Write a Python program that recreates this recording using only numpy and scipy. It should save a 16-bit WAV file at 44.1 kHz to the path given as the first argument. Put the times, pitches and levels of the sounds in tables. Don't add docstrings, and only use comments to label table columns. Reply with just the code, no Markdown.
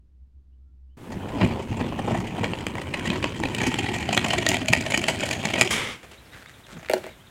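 import sys
import numpy as np
from scipy import signal
from scipy.fft import rfft, irfft
from scipy.io import wavfile
from scipy.ndimage import uniform_filter1d

SR = 44100
rng = np.random.default_rng(int(sys.argv[2]) if len(sys.argv) > 2 else 0)


def log_audio(samples):
    frames = np.atleast_2d(samples).T
    limited = np.clip(frames, -1, 1)
    pcm = np.round(limited * 32767).astype(np.int16)
    wavfile.write(sys.argv[1], SR, pcm)


N = 321930
T = np.arange(N) / SR
YARD_FROM_S = .972


def amp(db):
    return 10 ** (np.asarray(db) / 20)


def evened(x):
    return x / np.sqrt(np.mean(x ** 2) + 1e-20)


def blow(x):
    return x * np.sqrt(.01 * SR / (np.sum(x ** 2) + 1e-20))


def read(points, hz):
    f, value = np.transpose(points)
    return np.interp(np.log(hz + 1), np.log(f + 1), value)


def add(mix, s, sound):
    part = mix[round(s * SR):][:len(sound)]
    part += sound[:len(part)]


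def wander(hz):
    rolloff = 1 + (np.fft.rfftfreq(N, 1 / SR) / hz) ** 4
    return evened(irfft(rfft(rng.standard_normal(N)) / rolloff, N))


def noise(spectrum):
    colour = amp(read(spectrum, np.fft.rfftfreq(N, 1 / SR)))
    return evened(irfft(rfft(rng.standard_normal(N)) * colour, N))


def response(spectrum, resonances=(), size=4096):
    hz = abs(np.fft.fftfreq(size, 1 / SR))
    db = read(spectrum, hz)
    db = db + sum(lift / (1 + (2 * (hz - f) / width) ** 2) for f, width, lift in resonances)
    log_spectrum = signal.hilbert(np.log(amp(db))).conj()
    return np.fft.ifft(np.exp(log_spectrum)).real[:size // 2]


def registers(x):
    hz = np.fft.rfftfreq(len(x), 1 / SR)
    low = 1 / (1 + (hz / 1200) ** 10)
    high = 1 / (1 + (5000 / (hz + 1)) ** 10)
    return [evened(irfft(rfft(x) * share, len(x))) for share in (low, 1 - low - high, high)]


def grains(count, per_s, spread_db):
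    chance, size, sign = rng.random((3, count))
    steps_up = np.minimum(-np.log(1 - size), 4)
    return (chance < per_s / SR) * np.sign(sign - .5) * amp(spread_db * steps_up)


def scatter(x, t60, wet_db, count=12000):
    t = np.arange(count) / SR
    taps = grains(count, per_s=2600, spread_db=15.0) * amp(-60 * t / t60) * (t > .003)
    return x + amp(wet_db) * signal.oaconvolve(x, taps / np.linalg.norm(taps))[:N]


# (f/Hz, relative density/dB)
QUIET_COLOUR = [(20, 0), (45, -34), (70, 8.5), (100, -10), (150, -12.5), (290, -18.5), (500, -33.5),
                (760, -38), (1500, -44), (4000, -47.5), (16000, -62)]
# (f/Hz, relative density/dB)
AIR_COLOUR = [(20, -18), (50, 6.5), (110, 8), (200, 1), (450, -4), (1000, -8), (1500, -6.5), (3500, -13),
              (5000, -20.5), (8000, -19.5), (16000, -26)]
# (t/s, level/dB)
HUM_LEVEL = [(0.0, -49), (0.082, -60), (0.11, -61), (0.15, -52), (0.234, -46), (0.272, -55), (0.39, -46),
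             (0.425, -62), (0.46, -55), (0.508, -49), (0.654, -51.5), (0.902, -44.5), (0.96, -56)]
QUIET_DB, AIR_DB, HUM_HZ = -58.5, -50.5, 64.6


def background(drift_hz=5.6):
    hum = evened(np.sin(2 * np.pi * np.cumsum(HUM_HZ + wander(drift_hz)) / SR))
    hum = hum * amp(np.interp(T, *np.transpose(HUM_LEVEL)))
    quiet = hum + amp(QUIET_DB) * noise(QUIET_COLOUR)
    yard = amp(AIR_DB) * noise(AIR_COLOUR) * amp(wander(9.1))
    return np.where(T < YARD_FROM_S, quiet, yard)


# (t/s, length/s, nominal start f/Hz, nominal end f/Hz, peak level/dB)
SYLLABLES = [(.51, .045, 2500, 3150, -84), (0.587, 0.15, 1200, 1340, -87), (0.887, .065, 2750, 3140, -79),
             (6.17, .026, 3410, 4150, -51.5), (6.247, 0.029, 6000, 3300, -57),
             (6.312, .028, 3350, 4100, -52), (6.395, 0.027, 6100, 3350, -59),
             (6.462, .028, 3300, 4000, -50), (6.534, 0.019, 4100, 2880, -51),
             (6.634, 0.022, 4100, 2900, -49), (6.739, 0.018, 4050, 2900, -51),
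             (6.783, .015, 7300, 5500, -51), (7.1, .018, 3760, 3720, -52), (7.126, 0.016, 4100, 2850, -52),
             (7.2, 0.024, 2900, 3360, -54), (7.24, 0.016, 3400, 3630, -63), (7.265, .018, 4220, 2900, -51)]


def bird(waver=0.012, arch_hz=90):
    out, unsteady = np.zeros(N), 1 + waver * wander(250)
    for s, length, start_hz, end_hz, db in SYLLABLES:
        u = np.linspace(0, 1, int(length * SR))
        arch = np.sin(np.pi * u)
        hz = start_hz + (end_hz - start_hz) * u + arch_hz * arch
        hz = hz * unsteady[int(s * SR) - len(u):][:len(u)]
        add(out, s, amp(db) * arch * np.sin(2 * np.pi * np.cumsum(hz) / SR))
    return out


# (f/Hz, level/dB)
SOLE_COLOUR = [(100, -4), (350, 8.5), (600, 12), (900, 4), (1400, -2), (2100, -1.5), (2700, -4.5),
               (3800, -6.5), (5000, -10), (7500, -9), (11000, -20), (16000, -28)]
# (t/s, crunch level/dB, body re crunch/dB, fizz re crunch/dB, time to peak/s, resonance f/Hz)
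SCUFFS_AND_TOUCH = [(6.028, -46.5, 1.5, -9, 0.01, 2260), (6.112, -46, -3, -5, .003, 3040),
                    (6.118, -49, -4, -10, 0.012, 3000), (6.323, -46.5, -13, -15, 0.021, 1750),
                    (6.338, -46, -14, -22, 0.0016, 1670), (6.385, -54, -14, -10, 0.026, 1600),
                    (6.423, -42.5, -9, -22, 0.0024, 1400), (6.458, -41, -12, -19, 0.002, 1900),
                    (6.48, -50.5, -11, -9, 0.013, 1900), (6.664, -47.5, -10, -7, 0.0025, 3300),
                    (6.68, -50, 0, -8, 0.025, 1450), (6.719, -46.5, -8, -6, 0.0054, 3600),
                    (6.765, -43.5, -0.5, -15, 0.0041, 1550), (6.79, -49.5, -3, -15, 0.008, 1550),
                    (6.829, -42, 3.5, -13, 0.003, 2010), (6.846, -45, -8, -17, 0.0027, 1730),
                    (6.857, -38, -9, -17, 0.0024, 3000), (6.8866, -33, -12, -21, .0007, 2000),
                    (7.03, -44.5, -11, -17, 0.023, 2200)]


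def steps_and_first_touch(resonance_db=8, resonance_width=0.61, count=18000):
    out, t = np.zeros(N), np.arange(count) / SR
    for s, db, body_db, fizz_db, peak_s, hz in SCUFFS_AND_TOUCH:
        colour = response(SOLE_COLOUR, [(hz, resonance_width * hz, resonance_db)])
        clicks = grains(count, per_s=2600, spread_db=4.5)
        parts = registers(signal.fftconvolve(clicks, colour)[:count])
        u = t / peak_s
        burst = sum(p * amp(db + tilt) for p, tilt in zip(parts, (body_db, 0, fizz_db)))
        add(out, s, u * np.exp(1 - u) * burst)
    return out


# (nominal f/Hz, relative level/dB, 60 dB decay as share of ring length)
BOW_MODES = [(227, -9, 0.94), (328, -9.5, 2.1), (371.5, -2.5, 1.8), (403, -6.5, 1.1), (510, -4, 0.4),
             (575, 2, 0.54), (617, 3, 0.65), (677, -6, 0.58), (830, 0, 0.39), (920, -22, 0.37),
             (1406, -16, 0.86), (1470, -14, 0.57), (1880, -13, .4), (2800, -11, .3)]
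# (f/Hz, level/dB)
CRACK_COLOUR = [(200, -17), (700, 5.5), (900, -1), (1020, -9), (1250, -4), (1500, -1), (2100, 1),
                (2800, -2), (3600, -6.5), (4300, -7), (5100, -14), (7400, -11.5), (9000, -14.5),
                (15000, -21)]
# (t/s, ring level
# over 10 ms/dB, crack re ring/dB, ring length/s), before the high-pass
KNOCKS_AND_RATTLES = [(6.8977, -19, -5.5, 0.066), (6.9136, -27, -7, .1), (6.928, -32, -9, 0.064),
                      (6.9352, -15.5, -9.5, 0.09), (6.954, -35, -15, 0.06), (6.9644, -29, -24, 0.08),
                      (6.983, -41, -12, 0.054), (7.04, -34.5, -10, 0.065), (7.0655, -34.5, -10.5, 0.1),
                      (7.092, -44, -10, 0.074)]


def knocks(crack_s=0.0012, rattle_db=-26, rattle_s=0.057, travel_s=0.0013, detune=.012,
           chatter_db=2.5, chatter_hz=80, punch_db=2, punch_s=0.011, count=12000):
    out, t, colour = np.zeros(N), np.arange(count) / SR, response(CRACK_COLOUR)
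    hz, level, share = np.transpose(BOW_MODES)[:, :, None]
    chatter = amp(chatter_db * wander(chatter_hz))
    for s, db, crack_db, ring_s in KNOCKS_AND_RATTLES:
        shifted = hz * (1 + detune * rng.uniform(-1.1, 1, hz.shape))
        phase = rng.uniform(-1, 1, hz.shape)
        modes = amp(level - 60 * t / (share * ring_s)) * np.sin(2 * np.pi * shifted * t + phase)
        ring = modes.sum(0) * (1 - np.exp(-(t / travel_s) ** 2))
        ring = ring * np.resize(chatter[round(s * SR):], count)
        ring = ring * amp(punch_db * np.exp(-t / punch_s))
        decay = np.exp(-t / crack_s) + amp(rattle_db) * np.exp(-t / rattle_s)
        crunch = grains(count, per_s=8700, spread_db=1.0) * decay
        crack = blow(signal.fftconvolve(crunch, colour)[:count])
        add(out, s, amp(db) * (blow(ring) + amp(crack_db) * crack))
    return signal.sosfilt(signal.butter(2, 200, "high", fs=SR, output="sos"), out)


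# (f/Hz, level/dB)
SAND_COLOUR = [(100, -0.5), (400, 4), (490, 10), (720, 0), (950, 3.5), (1150, 0), (1500, -6), (2250, 1.5),
               (2700, -6.5), (3200, -1.5), (4200, -14.5), (7500, -19), (10000, -23.5), (13000, -35),
               (16000, -42)]
SKID_S, SKID_STOP_S, SKID_RISE_S = 5.705, 5.925, 0.004
SKID_EASE_DB_PER_S, SKID_STOP_DB_PER_S = 61, 200


def skid(level_db=-23.5, body_db=-6.5, fizz_db=-13, spray_db=11, spray_s=0.053,
         trickle_db=-53, trickle_db_per_s=20):
    age = np.maximum(T - SKID_S, 0)
    stopped = np.maximum(T - SKID_STOP_S, 0)
    slide = amp(level_db - SKID_EASE_DB_PER_S * age - SKID_STOP_DB_PER_S * stopped)
    trickle = amp(trickle_db - trickle_db_per_s * age)
    level = np.minimum(age / SKID_RISE_S, 1) * np.hypot(slide, trickle)
    clicks = grains(N, per_s=6000, spread_db=2.0)
    body, crunch, fizz = registers(signal.oaconvolve(clicks, response(SAND_COLOUR))[:N])
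    spray = amp(fizz_db + spray_db * np.exp(-age / spray_s))
    return level * (amp(body_db) * body + crunch + spray * fizz)


# (t/s, effort/dB)
PULL_EFFORT = [(.97, -17), (1.15, -4), (1.29, -4.5), (1.43, 6), (1.64, -5.5), (1.79, 1.5), (1.94, -1),
               (2.14, 1.5), (2.3, -3), (2.45, 1), (2.58, -3.5), (2.92, -3.5), (3.1, 1.5), (3.3, -1.5),
               (3.55, -1.5), (3.63, 3.5), (3.8, 0.5), (4.32, 1), (4.55, 2.5), (4.64, -6.5), (4.73, -1),
               (5.41, -2.5), (5.57, 0), (5.7, -4.5)]
# (level at the yard's start and 0 dB effort/dB, growth/(dB/s), gain/(dB per dB of effort))
BODY = (-39, -0.2, 0.95)
CRUNCH = (-50, 2.82, 1.34)
FIZZ = (-64.5, 3.77, 0.98)


def drag_db(s, law):
    start_db, db_per_s, follow = law
    effort_db = np.interp(s, *np.transpose(PULL_EFFORT), left=-150)
    return start_db + db_per_s * (s - YARD_FROM_S) + follow * effort_db


# (f/Hz, level/dB)
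BOOM_COLOUR = [(20, -14), (31, -25), (45, -4), (62, -8), (85, 0.5), (108, 2.5), (135, -1.5), (180, -2.5),
               (220, 1), (270, -3), (330, -5.5), (400, -7), (520, -30), (1200, -62)]
# (level at start/dB, growth/(dB/s), gain/(dB per dB of effort))
BOOM_FOLLOW = (-31, -0.58, 1)
# (t/s, peak level before the thud and ring gains/dB, nominal panel f/Hz)
HULL_BUMPS = [(1.15, -28.5, 192), (1.332, -28, 290), (1.417, -19, 179), (1.434, -17, 249.3),
              (1.704, -25, 114), (1.803, -22.5, 253.4), (1.982, -32, 303), (2.075, -28.5, 312),
              (2.109, -23.5, 120), (2.175, -26, 185), (2.403, -27, 120), (2.743, -30, 109),
              (3.098, -24.5, 241), (3.157, -27.5, 374), (3.236, -27.5, 300), (3.391, -25.5, 325),
              (3.444, -25, 265), (3.671, -21.5, 250), (3.78, -28, 301), (4.089, -24, 226), (4.17, -33, 238),
              (4.238, -34, 110), (4.369, -24.5, 356), (4.482, -28, 291), (4.613, -25.5, 259),
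              (4.695, -21, 113), (4.769, -26.5, 252), (5, -30, 236), (5.099, -34, 152), (5.448, -25.5, 215),
              (5.607, -25, 369), (6.725, -40, 201), (6.752, -37, 166)]
BUMP_RISE_S = 0.012


def rumble(lump_db=1.2, lump_hz=27, thud_db=-4.0, ring_db=-3.5, glide=0.09, rest_s=5.82,
           fade_db_per_s=100, deep_hz=55, deep_db=5.0, deep_db_per_s=-3.0):
    fade_db = fade_db_per_s * np.maximum(T - rest_s, 0)
    power = amp(drag_db(T, BOOM_FOLLOW) + lump_db * wander(lump_hz) - fade_db) ** 2
    rings, t = np.zeros(N), np.arange(SR // 4) / SR
    u = t / BUMP_RISE_S
    for s, db, hz in HULL_BUMPS:
        shape = amp(db) * u * np.exp(1 - u)
        add(power, s, (amp(thud_db) * shape) ** 2)
        falling_hz = hz * (1 + glide * (np.exp(-u / 2) - .5))
        turns = np.cumsum(falling_hz) / SR + rng.random()
        add(rings, s, amp(ring_db) * shape * np.sqrt(2) * np.sin(2 * np.pi * turns))
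    boom = noise(BOOM_COLOUR)
    deep = irfft(rfft(boom) / (1 + (np.fft.rfftfreq(N, 1 / SR) / deep_hz) ** 10), N)
    deep_gain = amp(deep_db + deep_db_per_s * (T - YARD_FROM_S))
    return (boom + deep * (deep_gain - 1)) * np.sqrt(power) + rings


# (t/s, length/s, middle f/Hz, peak level of the fundamental/dB)
HULL_GROANS = [(3.904, 0.019, 364, -26), (4.976, 0.025, 342, -26.5), (5.649, 0.027, 376, -24)]


def groans(sag=0.054, overtone_db=-10, count=3):
    out = np.zeros(N)
    for s, length, hz, db in HULL_GROANS:
        u = np.linspace(0, 1, int(length * SR))
        phase = 2 * np.pi * np.cumsum(hz * (1 + sag * (.5 - u))) / SR
        tone = sum(amp(overtone_db * k) * np.sin((k + 1) * phase) for k in range(count))
        add(out, s, amp(db) * np.sqrt(abs(np.sin(np.pi * u))) * tone)
    return out


def grit(per_s=130, spread_db=3.0, over_db=-2.5, db_per_s=-1.0, low_hz=1500, high_hz=9500,
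         tilt_db=-18, cycles=3.6, count=30):
    out, t = np.zeros(N), np.arange(SR // 100) / SR
    for place in np.linspace(0, 1, count):
        turns = low_hz * (high_hz / low_hz) ** place * t
        tick = np.exp(-turns / cycles) * (1 - np.exp(-2 * turns)) * np.sin(2 * np.pi * turns)
        clicks = grains(N, per_s / count, spread_db)
        out += amp(tilt_db * place) * signal.oaconvolve(clicks, evened(tick))[:N]
    level_db = drag_db(T, CRUNCH) + over_db + db_per_s * (T - YARD_FROM_S)
    return evened(out) * amp(level_db) * (T < SKID_S)


# (f/Hz, level/dB)
PUSH_COLOUR = [(35, -42), (120, -1), (350, -1.5), (600, 0.5), (930, -2.5), (1180, -4.5), (1650, 0.5),
               (2500, 7.5), (3200, 4), (3700, -4.5), (5600, -16), (8300, -16.5), (10000, -25),
               (12000, -28.5), (16000, -38)]
# (nominal f/Hz, width/Hz, lift at full load/dB)
HULL_MODES = [(363, 76, 4), (503, 240, -7.5), (678, 170, 2), (748, 123, 7.5), (1130, 370, -4.5),
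              (1904, 160, 11.5), (2280, 86, 2), (2360, 190, 6), (3080, 350, 6.5), (4160, 650, 6.5),
              (4900, 98, 7), (6880, 780, 3.5), (10200, 170, 9)]
# (t/s, share, pitch factor of low modes)
STERN_LOAD = [(1, 0.4, 1.39), (2.1, 0.4, 1.19), (3.2, 0.72, 1.46), (3.8, 0.9, 1.17), (4.2, 0.9, 0.954),
              (4.7, 0.85, 0.86), (5.7, 0.64, 0.83)]


def contact(s, ring_hz, tick_hz, detune=0.035, ring_width_hz=300, tick_width_hz=900, count=5):
    uneven_db, tint_db, tint_width, ring_db, tick_db = 3.5, 6, .15, 8, 7.5
    times, *columns = np.transpose(STERN_LOAD)
    load, stiffness = (np.interp(s, times, c) for c in columns)
    hz, width, lift = np.transpose(HULL_MODES)
    higher, louder = rng.uniform(-1.18, 1, (2, len(hz)))
    low_panel = (hz > 430) & (hz < 1000)
    hz = hz * np.where(low_panel, stiffness, 1) * (1 + detune * higher)
    modes = [*zip(hz, width, load * lift + uneven_db * louder)]
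    modes += [(ring_hz, ring_width_hz, ring_db), (tick_hz, tick_width_hz, tick_db)]
    places = np.geomspace(450, 8000, count) * rng.uniform(.7, 1.4, count)
    tints = [(f, tint_width * f, tint_db * rng.uniform(-1.22, 1)) for f in places]
    ring = response(PUSH_COLOUR, modes + tints)
    return ring / np.linalg.norm(ring)


def chance_pitches(count):
    low, high = np.array([1400, 4500]), np.array([3800, 10000])
    return low * (high / low) ** rng.random((count, 2))


def pebbles(spread_db=0.5, body_db=4.0, length_s=0.0043, count=80):
    when, size, dull = rng.random((count, 3)).T
    s = YARD_FROM_S + (SKID_S - YARD_FROM_S) * (np.arange(count) + when) / count
    body, crunch, fizz = (drag_db(s, law) for law in (BODY, CRUNCH, FIZZ))
    level = crunch + spread_db * (2 * size - 1)
    body_tilt = body - crunch + body_db + spread_db * (2 * dull - 1)
    lengths = np.full(count, length_s)
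    return list(zip(s, level, body_tilt, fizz - crunch, lengths, *chance_pitches(count).T))


# (t/s, crunch level over 10 ms/dB, body re crunch before body_db/dB,
# fizz re crunch/dB, time scale of the snap/s, panel ring f/Hz, stone tick f/Hz)
SNAPPING_STONES = [(1.116, -42.5, 9.5, -6, 0.018, 1860.0, 6900),
                   (1.256, -50.5, 18.5, -23.0, 0.0048, 1890, 6420.0),
                   (1.283, -42, -6, -12, 0.014, 1790, 7300.0), (1.361, -48, 8, -15, .011, 1950, 7000),
                   (1.4103, -27, 6.5, -23, 0.01, 1900, 6960.0), (1.427, -34, 1, -23, 0.0091, 1600, 7200),
                   (1.444, -29.5, -4, -16, 0.0087, 2390, 7300), (1.473, -46, -6, -5, .004, 2700, 8200),
                   (1.502, -38.5, 9, -15, 0.021, 2260.0, 4470.0), (1.572, -52, 16, -17, .008, 1950, 7200),
                   (1.59, -42.5, 14, -11, 0.014, 2610.0, 7530.0),
                   (1.619, -45.5, 8, -5, 0.013, 2220.0, 6940.0), (1.74, -48, 13, -14, .01, 1950, 7000),
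                   (1.765, -43, 3, -6, 0.015, 2700, 7500), (1.801, -38, 5, -18.0, 0.012, 1770, 4550),
                   (1.838, -44, 14, -22, 0.01, 3430, 4210.0), (1.921, -48.5, 20, -14, 0.01, 2000, 7200),
                   (1.9856, -36.5, 12.5, -11, 0.014, 1800, 8400),
                   (2.075, -41, 21, -12, 0.011, 1890, 8730.0),
                   (2.107, -39.5, 17, -8, 0.013, 1840.0, 7630.0),
                   (2.1415, -34.5, 13, -12, 0.014, 1830, 6900), (2.173, -39.5, 7, -8, 0.0054, 1940, 8300),
                   (2.201, -46.5, 1, -1, 0.0043, 2940.0, 7010.0),
                   (2.2635, -36, -5.0, -12, 0.019, 2000, 6800.0), (2.381, -43, 13, -11, 0.0079, 1950, 8400),
                   (2.392, -42, 7, -10, .005, 2700, 7600), (2.43, -36, 11, -12, 0.0085, 1950, 7300),
                   (2.4417, -25.5, 0, -17, 0.0036, 2000, 7500), (2.507, -43, -6, -14, 0.0037, 2400, 7200),
                   (2.534, -31, 1.5, -27, 0.0021, 2690, 7270.0),
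                   (2.585, -39.5, -5, -13, 0.0051, 3260.0, 6900),
                   (2.6075, -40.5, -8, -10, 0.0047, 3260.0, 7860.0),
                   (2.6669, -28, 1, -10.5, 0.0016, 2720, 7850), (2.754, -37, 6, -13, 0.00051, 1810.0, 4200),
                   (2.7806, -34.5, 1.5, -17, 0.0049, 2020, 7780.0),
                   (2.812, -36, 3, -11, 0.0098, 1830, 8600),
                   (2.937, -24.5, -7.5, -17.5, 0.0085, 1940, 8650),
                   (2.9705, -37, -17, -13, 0.0067, 1900, 7220.0),
                   (2.994, -34.5, -13, -13, 0.0041, 1940, 8460.0),
                   (3.0524, -30, -3, -10.5, 0.013, 1890, 7200),
                   (3.0718, -28.5, -3, -13, 0.007, 3140, 7160.0), (3.1012, -26, -1, -16, 0.003, 2450, 7300),
                   (3.1306, -34.5, -3, -13, 0.0084, 1890.0, 7050.0),
                   (3.155, -35.5, 8, -15, 0.0083, 1920, 6300), (3.225, -29, -6, -19.0, 0.006, 2410, 4970),
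                   (3.241, -24.5, 2, -14.5, 0.0029, 2540, 7250.0),
                   (3.266, -37, -6, -12, 0.012, 2480, 7270.0), (3.346, -41, -4, -15, .004, 2400, 7200),
                   (3.4009, -47.5, 16.5, 4, 0.001, 2070.0, 7340),
                   (3.435, -26.5, 2.5, -17.5, 0.0031, 2010, 6190.0),
                   (3.452, -28, 2.0, -18, 0.0064, 2520, 4150), (3.511, -44, -5, -18, 0.0032, 3080, 7200),
                   (3.5467, -29, -3.0, -7.5, 0.0043, 2530, 8500),
                   (3.5816, -29, -1, -9.5, 0.0066, 2540, 8340), (3.601, -27.5, -2, -18, 0.0074, 1910, 7200),
                   (3.615, -27.5, 3, -9, 0.0035, 1930, 6600), (3.631, -26.5, 1.5, -8.5, 0.01, 2440, 6430.0),
                   (3.6628, -25.5, 1, -5.5, 0.015, 2360, 6000), (3.722, -40, 6, -8, .008, 2400, 7200),
                   (3.741, -27.5, 2, -9, 0.003, 3330, 7350), (3.785, -24.5, -2.5, -9, 0.0087, 3170, 7060),
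                   (3.83, -34, -7, -12, 0.0057, 2470, 7200), (3.86, -29, -2, -21, 0.0082, 1880, 4240),
                   (3.885, -29, 3, -15, 0.0087, 2270.0, 4430), (3.934, -28, -1, -9, 0.017, 2230, 7550),
                   (3.955, -36, 5, -6, 0.013, 1930, 7200), (3.984, -36.5, -14, -6, 0.003, 2670.0, 6180.0),
                   (4.004, -41, 4, -4, 0.0058, 2400, 7200), (4.025, -33, -4, -14, 0.0055, 1930, 7000),
                   (4.09, -28.5, 5.5, -13.5, 0.002, 3090.0, 8100),
                   (4.126, -24, -0.5, -7, 0.0081, 2590.0, 7500.0),
                   (4.1445, -28.5, -3, -2.5, 0.0064, 2570, 7440.0),
                   (4.1681, -27.5, 3, -9, 0.002, 2600, 6030.0), (4.175, -17, -3, -13.5, 0.0031, 3240, 7800),
                   (4.204, -41, -4, -9, 0.0037, 2600, 7000), (4.242, -25, 1.5, -8.5, 0.0083, 2600, 6950),
                   (4.261, -32.5, 7, -8, 0.0071, 2250.0, 5350.0),
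                   (4.283, -33.5, -4, -3, 0.0034, 2600, 7000), (4.302, -21, -5, -14, 0.0087, 3050, 4300),
                   (4.3297, -24.5, 5, -7.5, 0.011, 2660, 7000), (4.38, -24, -6, -8.5, 0.0071, 2020, 7260),
                   (4.4643, -18.5, -5.5, -9, 0.0029, 1900, 7060),
                   (4.488, -27.5, -4, 6.5, 0.0027, 2970, 7200), (4.4917, -26.5, -2, -6, 0.0062, 3000, 6960),
                   (4.515, -26.5, 1, -7.5, 0.0043, 1960, 6980.0),
                   (4.5408, -22.5, -2, -10.5, 0.0054, 2380, 7700),
                   (4.568, -28, -2.5, -11, 0.0022, 1880, 6800),
                   (4.607, -31.5, -1, -14.0, 0.015, 1800, 6230.0), (4.658, -37, -8, -5, .002, 2400, 7000),
                   (4.6812, -22, -2.5, -6, 0.0074, 2300, 6960.0), (4.728, -26, 0.5, -6, 0.0025, 2700, 6900),
                   (4.7328, -12.5, -7, -11.5, 0.0026, 2320, 4770),
                   (4.762, -27.5, -5, -17, 0.0045, 2330, 7110.0), (4.774, -37, -7, -5, .003, 2300, 7000),
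                   (4.806, -32, -2, -3.5, 0.0087, 2310.0, 7200), (4.862, -29, 0, -12, 0.0056, 2890.0, 6040),
                   (4.904, -31.5, -2, -3, 0.0061, 2230, 6990.0), (4.919, -26, -2, -10, 0.0057, 2380, 7000),
                   (4.938, -17, -7, -13, 0.011, 2240, 6860), (4.975, -25.5, -3, -2, 0.0029, 2250, 6850),
                   (5.015, -33, -8, -7, .003, 2300, 7000), (5.039, -25, -3.5, -10.5, 0.0041, 2200.0, 7560),
                   (5.0803, -20, -1, -7.5, 0.01, 2230, 8150),
                   (5.0918, -29.5, 4.5, -4.5, 0.015, 2960, 7660.0), (5.19, -44, -5, 0, 0.0024, 2300, 7000),
                   (5.2024, -30, -3, -5, 0.0088, 2360, 7160),
                   (5.2247, -25.5, 2.5, -18, 0.013, 2300, 7180.0), (5.235, -35, 1, -2, .004, 2300, 7000),
                   (5.254, -38.5, 2, 2.5, 0.012, 2390.0, 6900), (5.289, -35, -2, -2, 0.0022, 2270.0, 6860),
                   (5.308, -25, -4, -7, 0.0078, 2490, 6940.0), (5.3284, -28, -7, -6, 0.0072, 2350, 6800),
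                   (5.434, -33, 2, -15, 0.0088, 2300, 7000), (5.452, -23.5, -3, -6.5, 0.0053, 2410, 7150),
                   (5.501, -31.5, 0, -10, .007, 2300, 6900),
                   (5.535, -23.5, -2.5, -11.5, 0.0065, 2280, 6330.0),
                   (5.553, -27, 2, -19, .016, 1880, 6900), (5.578, -26.5, -2.5, -20, 0.007, 2350, 6910.0),
                   (5.584, -33.5, 2, -4, 0.008, 2450.0, 6900), (5.594, -32, 4, -3, 0.0045, 2400, 6700),
                   (5.611, -14, -7.5, -5.5, 0.0027, 2320, 6900), (5.617, -17.5, -3, -9, 0.0046, 2280, 7040),
                   (5.674, -27.5, -8, -13, 0.003, 2380, 5400)]


def stones(rise=0.26, body_db=-1.0, strain_db=-13, strain_share=0.48,
           crumble_db=-22, crumble_s=0.014, count=3200):
    out, t = np.zeros(N), (np.arange(count) - count // 4) / SR
    for s, db, body, fizz, length, ring_hz, tick_hz in list(SNAPPING_STONES) + pebbles():
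        u = np.maximum(t, 0) / (rise * length)
        strain = amp(strain_db) * np.exp(-abs(t) / (strain_share * length))
        crumble = amp(crumble_db) * np.exp(-abs(t) / crumble_s)
        envelope = (u / 2) ** 2 * np.exp(2 - u) + np.where(t < 0, strain, crumble)
        burst = grains(count, per_s=13000, spread_db=3.5) * envelope
        parts = registers(signal.fftconvolve(burst, contact(s, ring_hz, tick_hz)))
        tilts = (body + body_db, 0, fizz)
        add(out, s + t[0], sum(blow(p) * amp(db + tilt) for p, tilt in zip(parts, tilts)))
    return out


def grinding(clump_db=2.5, clump_hz=80, surge_db=0.8, surge_hz=30):
    clicks = grains(N, per_s=850, spread_db=1.2) * amp(clump_db * np.clip(wander(clump_hz), -2, 2))
    clicks /= np.sqrt(uniform_filter1d(clicks ** 2, size=4400) + 1e-9)
    out, hop = np.zeros(N), 1800
    for at in range(int(YARD_FROM_S * SR) - hop, int(SKID_S * SR), hop):
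        patch = clicks[at:at + 2 * hop] * signal.windows.cosine(2 * hop)
        ring = contact(at / SR, *chance_pitches(count=1)[0])
        add(out, at / SR, signal.fftconvolve(patch, ring))
    ground = sum(p * amp(drag_db(T, law)) for p, law in zip(registers(out), (BODY, CRUNCH, FIZZ)))
    return ground * amp(surge_db * wander(surge_hz)) * (T < SKID_S)


def scene():
    yard_t60, truck_t60 = .18, .13
    dragging = grinding() + grit() + stones() + groans()
    yard = scatter(dragging + skid() + steps_and_first_touch(), yard_t60, wet_db=-11.5)
    landing = scatter(knocks(), truck_t60, wet_db=-9.5)
    song = scatter(bird(), yard_t60, wet_db=-4)
    return (yard + landing + rumble() + song + background())[None]


def record(dry):
    band = signal.firwin(511, 16100, window=("kaiser", 9), fs=SR)
    return signal.oaconvolve(np.clip(dry, -1, 1), band[None], "same")


dry = scene()
out = record(dry)
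log_audio(out)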